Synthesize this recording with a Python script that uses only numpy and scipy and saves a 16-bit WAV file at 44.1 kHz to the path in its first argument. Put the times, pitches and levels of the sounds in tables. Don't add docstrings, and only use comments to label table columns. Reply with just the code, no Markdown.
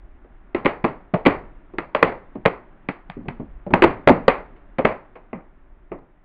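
import sys
import numpy as np
from scipy import signal
from scipy.fft import rfft, irfft, next_fast_len
from scipy.io import wavfile
from scipy.ndimage import uniform_filter1d

SR = 44100
rng = np.random.default_rng(int(sys.argv[2]) if len(sys.argv) > 2 else 0)


def undo_db(level):
    steps = np.asarray(level, float) / 20
    return 10 ** steps


def waveform_to_disk(signal):
    frames = np.transpose(np.atleast_2d(signal))
    scaled = np.clip(frames, -1, 1) * 32767
    samples = np.round(scaled).astype(np.int16)
    wavfile.write(sys.argv[1], SR, samples)


N = 275536
PATCH_HZ = np.linspace(70, 4700, 70)
LAG_S = 0.002


def evened(x):
    return x / np.sqrt(np.mean(x ** 2) + 1e-20)


def read(points, hz):
    f, value = np.transpose(points)
    return np.interp(np.log(hz + 1), np.log(f + 1), value)


def add(mix, s, sound):
    part = mix[round(s * SR):][:len(sound)]
    part += sound[:len(part)]


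def shaped(length, frame, db):
    hz = np.fft.rfftfreq(frame, 1 / SR)
    t = np.arange(4 * length // frame + 5) * frame / 4 / SR
    a, b = rng.standard_normal((len(t), len(hz), 2)).T
    spectra = (a + 1j * b) * undo_db(db(hz[:, None], t))
    return signal.istft(spectra, nperseg=frame, noverlap=3 * frame // 4)[1][:length]


def modes(hz, db, t60, phase, rise_s):
    t = np.arange(SR // 15)[:, None] / SR
    swell = (1 - np.exp(-t / rise_s)) ** 2
    decay = undo_db(db - 60 * t / t60)
    x = (decay * swell * np.sin(2 * np.pi * (hz * t + phase))).sum(1)
    return x / abs(x).max()


def linger(x, t60):
    keep = 10 ** (-6 / (t60 * SR))
    energy = uniform_filter1d(x ** 2, size=400)
    return np.sqrt(abs(signal.lfilter([1 - keep], [1, -keep], energy)))


def wind(breaks):
    # f/Hz, level per Hz/dB
    rumble = [(8.8, -25), (15, 5.5), (50, -7.5), (67, -22.5), (81, -26.5), (130, -23.5), (170, -54),
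              (290, -120)]
    # t/s, level/dB
    gusts = [(0, -40.5), (.25, -47), (.68, -49), (.87, -47), (1.2, -52), (1.4, -40.5), (1.9, -50),
             (2.3, -45.5), (2.7, -51.5), (3.1, -48.5), (3.55, -36.5), (3.7, -46), (4.5, -46), (5.1, -51),
             (5.45, -52), (5.6, -44.5), (6.1, -51), (6.25, -58)]
    t = np.arange(N) / SR
    noise = evened(shaped(N, 4096, lambda hz, t: read(rumble, hz) + 0 * t))
    shake = undo_db(-26) * linger(breaks, t60=0.3)
    return noise * np.hypot(undo_db(np.interp(t, *np.transpose(gusts))), shake)


def street_hush(breaks):
    # f/Hz, level per Hz/dB
    spectrum = [(53, -28.5), (90, -5.5), (227, -4), (327, -3), (374, -1.5), (463, -19.5), (565, -9),
                (1860, -17), (3670, -37), (4700, -67.5), (6110, -81.5), (10300, -120)]
    # t/s, level/dB
    street = [(0.0, -54.5), (.5, -53.5), (3.0, -52), (4.5, -52.5), (6.25, -58.5)]

    def level(hz, t):
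        patches = rng.standard_normal((len(t), len(hz))).T
        patches = uniform_filter1d(patches, size=8, axis=0)
        patches = uniform_filter1d(patches, size=10, axis=1)
        return read(spectrum, hz) + 0.74 * evened(patches)

    t = np.arange(N) / SR
    noise = evened(shaped(N, 1024, level))
    late = undo_db(-30) * linger(breaks, t60=1)
    return noise * np.hypot(undo_db(np.interp(t, *np.transpose(street)) - 2.5), late)


def colour(shell_hz, middle_db, crack_db, top_db):
    # f/Hz, level/dB
    crack = [(1600, -0.5), (2050, 3.5), (2500, -1), (3150, -10.5), (3700, -19), (4700, -25.5)]
    points = [(40, -22), (0.5 * shell_hz, -9), (shell_hz, 0), (0.51 * shell_hz + 120, -3),
              (1150, middle_db + 4.0)]
    for hz, db in crack:
        tilt_db = top_db * max(np.log2(hz / 2400), 0)
        points.append((hz, db + crack_db - 0.5 + tilt_db))
    return points


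def yard(tint):
    # f/Hz, t60/s
    decay = [(100, 0.43), (260, 0.34), (700, 0.35), (1840, 0.32), (3200, 0.22), (4600, 0.29)]
    # f/Hz, level/dB
    reflections = [(60, 4), (300, 1.1), (1000, 3), (2500, 2), (4600, 0.5)]

    def level(hz, t):
        return read(tint, hz) + read(reflections, hz) - 60 * t / read(decay, hz)

    tail = shaped(SR * 2 // 5, 512, level)
    t = np.arange(len(tail)) / SR
    lumps_db = 1.5 * np.interp(t, np.arange(80) / 200, rng.standard_normal(80))
    tail *= (1 - np.exp(-(t / 0.0065) ** 2)) * undo_db(lumps_db)
    return tail / np.linalg.norm(tail)


def snap(row, luck):
    # t/s, covered share/1
    tyre_cover = [(0, 0), (1.5, 0.59), (2.5, 0), (3.3, .1), (4.4, .05), (4.76, 0.83), (5.0, .7), (5.3, 1)]
    s, peak_db, shell_hz, crack_db, t60 = row
    place, phase = luck
    cover = np.interp(s, *np.transpose(tyre_cover))
    echo_db = 1.32 + 4.5 * cover
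    top_db = 1 - 18.5 * cover ** 8
    middle_db = -3 + 0.63 * crack_db
    tint = colour(shell_hz, middle_db, crack_db, top_db)
    t60 = max(t60, 0.012)
    shell = modes(shell_hz * np.array([1, 1.3]), np.array([0, -8]), t60, phase[:2], rise_s=0.001)
    hz = PATCH_HZ + 66 * place
    patches = modes(hz, read(tint, hz), t60 * (hz / 400) ** -0.3, phase, rise_s=0.00009 + 1.195 / hz)
    direct = undo_db(-7.5) * shell + undo_db(-4.0) * patches
    tail = undo_db(peak_db + echo_db) * np.linalg.norm(direct) * yard(tint)
    return s + LAG_S, undo_db(peak_db) * direct, tail


def shells():
    # t/s, peak level/dB, shell pitch f/Hz, crack level over the shell/dB
    dents = [(0.242, -38, 370, -34), (1.734, -28, 372, -35), (2.351, -19.5, 270, -38.5),
             (3.165, -22.5, 291, -68), (3.253, -31.5, 362, -43), (3.203, -32, 247, -49),
             (3.662, -17, 605, -38), (3.703, -15, 239, -36), (4.562, -44.5, 443, 0),
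             (4.687, -44.5, 222, -41.5), (5.153, -30, 498, -18.5)]
    # t/s, peak level/dB, shell pitch f/Hz, crack level over the shell/dB, ring t60/s
    collapses = [(0.545, -5, 354, -19.5, 0.036), (0.655, -4, 505, -9, 0.038), (0.84, -3, 339, -17, 0.051),
                 (1.137, -5.5, 666, -24, 0.07), (1.259, 2, 368, -16.5, 0.027),
                 (1.782, -8, 342.7, -15, 0.028), (1.946, 0, 599.5, -14, 0.04), (2.025, 8, 522, -15, 0.026),
                 (2.456, 3, 432, -16, 0.036), (2.885, -11, 274, -8, 0.041), (3.097, -15.5, 770, -5, 0.0096),
                 (3.282, -15.5, 293, -13, 0.033), (3.735, 5, 296, -21.5, 0.025),
                 (3.819, 2, 363.5, -9, 0.067), (4.072, 6.5, 557, -19, 0.028), (4.278, 5.5, 518, -13, 0.03),
                 (4.789, -6.5, 541, -35, 0.027), (4.847, -3, 477, -19, 0.04),
                 (5.328, -15.5, 339, -22, 0.027), (5.915, -18, 414, -26, 0.054),
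                 (3.395, -20.5, 266, -43.5, 0.13)]
    splits = [(0.646, -16, 600, -7.5, 0.045), (0.662, -0.5, 395, -20, 0.016), (0.846, -4, 273, -24.5, 0.03),
              (1.25, -6.5, 276.3, -11.5, 0.2), (1.264, 2, 257, -14, 0.036), (1.277, -7.5, 436, -27, 0.0097),
              (2.451, -7.5, 618, -12.5, 0.042), (3.833, -5, 465, -15.5, 0.041),
              (3.837, 5, 335.8, -22.5, 0.045), (4.083, 1, 267.6, -14.5, 0.03),
              (4.091, 3, 562.7, -23, 0.029), (4.097, 4, 280, -35, 0.05), (4.285, -8.5, 568, -6, 0.031),
              (4.782, -10, 600, -17.5, 0.09), (4.85, 1, 614, -12, 0.034), (5.921, -30, 259, -26, 0.19)]
    # delay t/s, level/dB
    reflections = [
        (.011, -13),
        (.019, -15),
    ]
    near, far = np.zeros((2, N))
    dent_t60_s = 0.091
    rows = [*collapses, *splits] + [(*row, dent_t60_s) for row in dents]
    for row, luck in zip(rows, rng.random((len(rows), 2, len(PATCH_HZ)))):
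        s, direct, tail = snap(row, luck)
        add(near, s, direct)
        add(far, s, tail)
    softened = uniform_filter1d(near, size=9)
    echoes = np.zeros(N)
    for k, (delay_s, db) in enumerate(reflections):
        echoes += undo_db(db) * (-1) ** k * np.roll(softened, round(delay_s * SR))
    return near + echoes + undo_db(-10.5) * far


def thuds():
    # t/s, peak level/dB, f/Hz
    knocks = [(0.651, -10.5, 240), (0.838, -15, 178), (1.135, -11, 179), (1.257, -11.5, 244.3),
              (2.026, -12.5, 170), (2.352, -61, 239.4), (2.455, -15.5, 174.6), (2.886, -20.5, 189),
              (3.093, -32, 180), (3.28, -21, 140), (3.396, -25.5, 136), (3.663, -23, 187),
              (3.73, -12.5, 222), (3.833, -16.5, 181.2), (4.069, -12, 162.2), (4.088, -15.5, 97),
              (4.28, -11.5, 245.3), (4.783, -16, 247.3), (4.846, -12.5, 222), (5.327, -59, 190),
              (5.911, -36, 235)]
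    out = np.zeros(N)
    for (s, peak_db, hz), phase in zip(knocks, rng.random((len(knocks), 2))):
        knock = modes(hz * np.array([1, 0.7]), np.array([0, -6]), 0.075, phase, rise_s=0.0007)
        add(out, s + LAG_S, undo_db(peak_db) * knock)
    return out


def wobble():
    # start t/s, length/s, level/dB, f/Hz
    rockings = [
        (3.18, 0.043, -37, 239.4),
        (3.236, 0.07, -36.5, 235),
        (3.299, 0.22, -35, 223),
        (3.413, 0.089, -37.5, 244.6),
        (5.344, 0.034, -32.5, 209),
    ]
    fall_db_per_s, sag_per_s = 216, 2
    out = np.zeros(N)
    keep = np.exp(-np.pi * 70 / SR)
    for s, length, db, hz in rockings:
        t = np.arange(-0.01, length + 0.015, 1 / SR)
        noise = rng.standard_normal((SR // 4, 2))[:len(t)] @ [1, 1j]
        slow = signal.lfilter([1], [1, -2 * keep, keep ** 2], noise)
        steadied = slow / (abs(slow) + 0.6 * abs(slow).mean())
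        turns = np.cumsum(hz * (1 - sag_per_s * t)) / SR
        ring = (steadied * np.exp(2j * np.pi * turns)).real
        fade = undo_db(db - fall_db_per_s * t) * signal.windows.tukey(len(t), 0.25)
        add(out, s + t[0], evened(ring) * fade)
    return out


def scene():
    breaks = shells()
    air = wind(breaks) + street_hush(breaks)
    return (air + breaks + thuds() + wobble())[None]


def top_cut(x):
    return signal.sosfilt(signal.butter(12, 16300, fs=SR, output="sos"), x)


def record(dry):
    # f/Hz, level/dB
    mirror = [(7200, -15), (7800, -22), (8300, -31), (8800, -48), (9300, -60), (10300, -66), (11800, -80)]
    slow_rate_hz, edge_hz = 12000, 4800
    edge = signal.firwin(1001, edge_hz, window=("kaiser", 8), fs=SR)
    band = signal.oaconvolve(np.clip(dry, -1.02, 1.02), edge[None], "same")
    mirrored = 2 * band * np.cos(2 * np.pi * slow_rate_hz * np.arange(N) / SR)
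    size = next_fast_len(N, True)
    hz = np.fft.rfftfreq(size, 1 / SR)
    image = rfft(mirrored, size) * undo_db(read(mirror, hz)) * (hz > edge_hz)
    slowed = band + irfft(image, size)[:, :N]
    slowed += undo_db(-101) * rng.standard_normal(N)
    return top_cut(np.clip(slowed, -1, 1))


dry = scene()
out = record(dry)
waveform_to_disk(out)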